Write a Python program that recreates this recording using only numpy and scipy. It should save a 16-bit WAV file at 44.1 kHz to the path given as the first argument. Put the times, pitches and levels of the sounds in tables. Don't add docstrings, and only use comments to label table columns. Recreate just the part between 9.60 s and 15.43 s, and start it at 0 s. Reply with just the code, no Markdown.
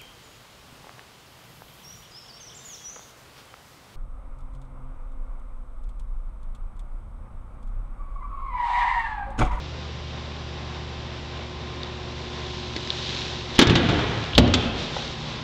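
import sys
import numpy as np
from scipy import signal
from scipy.fft import rfft, irfft, next_fast_len
from scipy.io import wavfile
from scipy.ndimage import map_coordinates

SR = 44100
rng = np.random.default_rng(int(sys.argv[2]) if len(sys.argv) > 2 else 0)


def wav_record(signal):
    frames = np.transpose(np.atleast_2d(signal))
    bounded = np.clip(frames, -1, 1)
    quanta = np.round(bounded * 32767).astype(np.int16)
    wavfile.write(sys.argv[1], SR, quanta)


N = 257103


def hood():
    # t/s, clack/dB, boom/dB, boom centre/Hz, depth (0 front edge, 1 hinges)
    contacts = [(3.9902, -3, -4.5, 306, 0.2), (4.014, -11.5, -17.5, 200, 0.44),
                (4.022, -15, -11, 321, 0.42), (4.070, -15.5, -11.5, 105, .05),
                (4.096, -18, -9.5, 139, 0.47), (4.154, -13, -12, 140, 0.6), (4.2878, -21, -13, 134, 0.85),
                (4.389, -25.5, -20.5, 106, 0.87), (4.779, -6.5, -8, 500, 0.16),
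                (4.785, -23.5, -4.5, 197, .2), (4.876, -29, -13, 85, .05)]
    t = np.arange(SR * 3 // 4) / SR
    events = []
    for s, clack_db, boom_db, boom_hz, depth in contacts:
        clack_hz = 4300 / 2 ** (1.88 * depth)
        ping_db = -18 + 9 * np.log2(clack_hz / 3000)
        steel = clack(t, clack_hz, t60_s=0.042 * 3.85 ** depth, ping_db=ping_db)
        echo_db = -7 + 14.5 * depth
        events.append((s, amp(clack_db) * steel + amp(boom_db) * boom(t, boom_hz), echo_db))
    return in_garage(events)


def clack(t, centre_hz, t60_s, ping_db):
    steel_spectrum = [(100, -8), (400, 4), (800, -4), (1300, -4.5), (2000, -7), (2800, -5.5), (3500, -1),
                      (4200, -6), (5000, -12.5), (7000, -17.5), (10000, -28)]
    spring_modes = [(2620, -14.5, 0.27), (3465, -13.5, 0.48), (3380, -13, 0.23), (3880, -18, 0.15)]  # f/Hz, relative level/dB, t60/s
    crack = unit(filtered(noise(steel_spectrum, len(t)), lambda hz: hump(hz, centre_hz, 1.83)))
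    ping = amp(ping_db) * ring(spring_modes, t)
    attack = 1 - np.exp(-t / 0.00043)
    return (crack * amp(-60 * t / t60_s) + ping) * attack


def boom(t, centre_hz):
    panel_modes = [(63.5, -11.5, 0.76), (84.6, -1.5, 0.47), (108, -0.5, 0.18), (131, -7, 0.25),
                   (173.3, -0.5, .11), (216, -2.5, 0.092), (254.4, -2.5, .16), (291.7, 1, 0.1),
                   (338.4, -2, 0.13), (402.4, -6, 0.12), (475, -4.5, 0.096), (582, 3.5, 0.034),
                   (661, 2, 0.038), (809, 1, 0.12), (930, -4, 0.11), (1274, -9.5, 0.082)]
    modes = np.zeros(len(t))
    for hz, db, t60_s in panel_modes:
        flexed_hz = hz * (1 + rng.normal(0, 0.023))
        modes += hump(hz, centre_hz, 0.56) * ring([(flexed_hz, db, t60_s)], t)
    modes /= np.sqrt(np.mean(modes[:SR // 50] ** 2))
    blur = filtered(rng.standard_normal(len(t)), lambda hz: hump(hz, centre_hz, 0.83) ** 2)
    shudder = unit(blur) * amp(-60 * t / 0.11)
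    rise_cycles = 0.3
    attack = 1 - np.exp(-t * centre_hz / rise_cycles)
    return (amp(-6) * modes + amp(-7.5) * shudder) * attack


def closing():
    bay_resonances = [(38, 0.33, -5), (73.7, 0.39, 0), (117, .25, -3.5), (247, 0.22, -2)]  # f/Hz, width/octaves, relative level/dB
    shut_s, snap_s, bay_t60_s = 4.79, 4.9383, 1.1
    t = np.arange(SR) / SR
    air = unit(filtered(rng.standard_normal(len(t)), lambda hz: resonant(hz, bay_resonances)))
    rumble = air * amp(-19 - 60 * t / bay_t60_s)
    snap = amp(-11) * clack(t, centre_hz=5500, t60_s=0.062, ping_db=-6)
    return in_garage([(shut_s, rumble, -12), (snap_s, snap, -1.5)])


def gust():
    puffs = [(4.791, .026, 62, -18)]  # t/s, sigma/s, f/Hz, level/dB
    t = np.arange(N) / SR
    return sum(amp(db) * swell(s, sigma_s) * np.sin(2 * np.pi * hz * (t - s))
               for s, sigma_s, hz, db in puffs)


def handling():
    rod_knocks = [(3.163, -14.5, 0.04), (3.2746, -18, 0.006)]  # t/s, peak/dB, t60/s
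    rod_resonances = [(307, 0.2, 10.5), (1937, 0.27, -1), (4100, 0.6, -7.5)]  # f/Hz, width/octaves, relative level/dB
    small_clicks = [(2.2328, -19.5, 3970, .005), (3.304, -8.5, 3420, 0.0062), (3.983, -16, 2900, .015),
                    (4.732, -21, 2930, 0.037), (4.751, -12.5, 3450, .05), (5.365, -19.5, 720, 0.048)]
    echo_db = -9.5
    events = [(s, click(rod_resonances, db, t60_s), echo_db) for s, db, t60_s in rod_knocks]
    for s, db, hz, t60_s in small_clicks:
        width_octaves = 0.41 * np.sqrt(3500 / hz)
        events.append((s, click([(hz, width_octaves, 0)], db, t60_s), echo_db))
    return in_garage(events)


def click(resonances, peak_db, t60_s):
    t = np.arange(SR // 8) / SR
    grain = filtered(rng.standard_normal(len(t)), lambda hz: resonant(hz, resonances))
    burst = grain * amp(-60 * t / t60_s) * (1 - np.exp(-t / 0.0004))
    return amp(peak_db) * burst / abs(burst).max()


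def sleeve():
    strokes = [(3.063, 0.41, -39.5), (3.532, 0.2, -32.5), (3.958, .015, -34), (4.3, 0.46, -37),
               (5.03, 0.06, -36), (5.214, 0.042, -33), (5.402, 0.12, -34.5), (5.706, 0.094, -38)]
    cloth_spectrum = [(300, -9.5), (1000, -16.5), (2000, -12.5), (3000, -7), (3800, -3), (4600, -9.5),
                      (6000, -16), (7500, -26), (10000, -22)]
    rest_db = -46.5
    power = amp(rest_db) ** 2 + sum((amp(db) * swell(s, sigma_s)) ** 2 for s, sigma_s, db in strokes)
    catches = amp(0.34 * wobble(25) + 1.1 * wobble(400))
    return np.sqrt(power) * catches * noise(cloth_spectrum, N)


def engine():
    orders = [(1, -38.5, -42.5, -52), (2, -46, -48.5, -43.5), (3, -59, -57, -48.5), (4, -63.5, -61.5, -58),
              (5, -78, -52.5, -62), (7, -59, -58, -65.5), (10, -61, -58.5, -60.5)]
    rush_levels_db = [-42, -41, -40]
    rush_spectrum = [(200, -32.5), (400, -4.5), (550, -2), (750, -4), (1070, -4), (1400, -8), (2600, -8.5),
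                     (3700, -8), (4500, -18), (5400, -17.5), (6000, -31.5), (7400, -30.5), (8200, -49),
                     (10000, -57)]
    rumble_spectrum = [(15, -23), (30, 1), (45, -1.5), (60, 2.5), (90, 0.5), (130, 4), (175, 2.5),
                       (260, -0.5), (450, -5.5), (700, -31)]
    drone_hz = 75.3
    turns = np.cumsum(drone_hz * (1 + 0.0015 * wobble(4.19))) / SR
    drone = sum(at_place(levels_db) * tone(round(k) * turns, waver_db=min(0.47 * k, 2.2))
                for k, *levels_db in orders)
    throb = 1 + 0.069 * np.sin(2 * np.pi * turns)
    rush = at_place(rush_levels_db) * amp(0.88 * wobble(13)) * throb * noise(rush_spectrum, N)
    rumble = amp(-44 + 0.53 * wobble(4.8)) * noise(rumble_spectrum, N)
    return drone + rush + rumble


def lamps():
    harmonics = [(1, -55, -56.5, -50.5), (2, -45, -43.5, -46.5), (4, -62, -49, -54.5), (6, -54, -45, -52.5),
                 (80, -66, -67.5, -76)]
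    mains_hz = 60
    t = np.arange(N) / SR
    buzz = sum(at_place(levels_db) * tone(round(k) * mains_hz * t, waver_db=0.9)
               for k, *levels_db in harmonics)
    sizzle = np.zeros(N)
    for hz in 2 * mains_hz * np.arange(38, 52):
        gain = amp(rng.normal(0, 2.8)) * hump(hz, 5300, 0.3)
        sizzle += gain * np.sin(2 * np.pi * (hz * t + rng.random()))
    return buzz + at_place([-57, -59.5, -64]) * unit(sizzle)


def whines():
    partials = [(801, -60.5, -56.5, -55), (914, -64, -58.5, -64), (981, -70, -55.5, -59.5),
                (1043, -58, -50, -55)]
    t = np.arange(N) / SR
    return sum(at_place(levels_db) * tone(hz * t + 0.078 * wobble(14), waver_db=1.5)
               for hz, *levels_db in partials)


def garage(x):
    decay_times = [(60, 2.16), (250, 1.24), (1000, 1.78), (3000, 1.92), (5000, 0.55), (8000, 0.16)]  # f/Hz, t60/s
    wall_reflection = [(50, -9.5), (300, 2), (1200, -0.5), (3000, -4.5), (5000, -11.5), (8000, -9.5)]  # f/Hz, relative level/dB
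    hz, t, grains = signal.stft(rng.standard_normal(int(1.5 * SR)), SR, nperseg=512)
    fade = amp(along(wall_reflection, hz)[:, None] - 60 * t / along(decay_times, hz)[:, None])
    build_up = 1 - np.exp(-t / 0.0075)
    tail = signal.istft(grains * fade * build_up, SR, nperseg=512)[1]
    mids = abs(rfft(tail, 2 * SR))[200:6000]
    return signal.fftconvolve(x, tail / np.sqrt(np.mean(mids ** 2)))


def in_garage(events):
    track = np.zeros(N)
    for s, sound, echo_db in events:
        add(track, s, sound)
        add(track, s, amp(echo_db) * garage(sound))
    return track


def at_place(levels_db):
    mic_path = [(0, 0), (1.2, 0.47), (2.5, 0.94), (4.0, 1.2), (5.2, 2)]  # t/s, place (0 over the engine, 1 in front of the car, 2 beside the wing)
    place = np.interp(np.arange(N) / SR, *np.transpose(mic_path))
    return amp(np.interp(place, np.arange(len(levels_db)), levels_db))


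def amp(db):
    return 10 ** (np.asarray(db) / 20)


def unit(x):
    return x / np.sqrt(np.mean(x ** 2) + 1e-20)


def along(points, hz):
    knots_hz, values = np.transpose(points)
    return np.interp(np.log(hz + 1), np.log(knots_hz + 1), values)


def wobble(rate_hz):
    knots = rng.standard_normal(int(N * rate_hz / SR) + 4)
    return map_coordinates(knots, [np.arange(N) * rate_hz / SR])


def swell(s, sigma_s):
    return np.exp(-((np.arange(N) / SR - s) / sigma_s) ** 2 / 2)


def filtered(x, response):
    size = next_fast_len(len(x) + 8192)
    return irfft(rfft(x, size) * response(np.fft.rfftfreq(size, 1 / SR)), size)[:len(x)]


def noise(spectrum, size):
    return unit(filtered(rng.standard_normal(size), lambda hz: amp(along(spectrum, hz))))


def hump(hz, centre_hz, width_octaves):
    return 1 / (1 + (np.log2((hz + 1) / centre_hz) / width_octaves) ** 2)


def resonant(hz, resonances):
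    return sum(amp(db) * hump(hz, centre_hz, octaves) ** 2 for centre_hz, octaves, db in resonances)


def tone(turns, waver_db):
    return np.sqrt(2) * np.sin(2 * np.pi * (turns + rng.random())) * amp(waver_db * wobble(3.26))


def ring(modes, t):
    return sum(amp(db + rng.normal(0, 1) - 60 * t / t60_s) * np.sin(2 * np.pi * hz * t)
               for hz, db, t60_s in modes)


def add(track, s, sound):
    part = track[round(s * SR):][:len(sound)]
    part += sound[:len(part)]


def scene():
    return (engine() + lamps() + whines() + sleeve() + handling() + hood() + closing() + gust())[None]


def record(dry):
    mic_response = [(10, -26), (30, 2), (7400, -0.5), (8100, -10.5), (8700, -21.5), (9300, -65)]  # f/Hz, gain/dB
    clip_level, top_hz = 0.72, 16000
    heard = filtered(dry[0], lambda hz: amp(along(mic_response, hz)))
    clipped = np.clip(heard, -clip_level, clip_level)
    return filtered(clipped, lambda hz: hz < top_hz)[None]


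dry = scene()
out = record(dry)
wav_record(out)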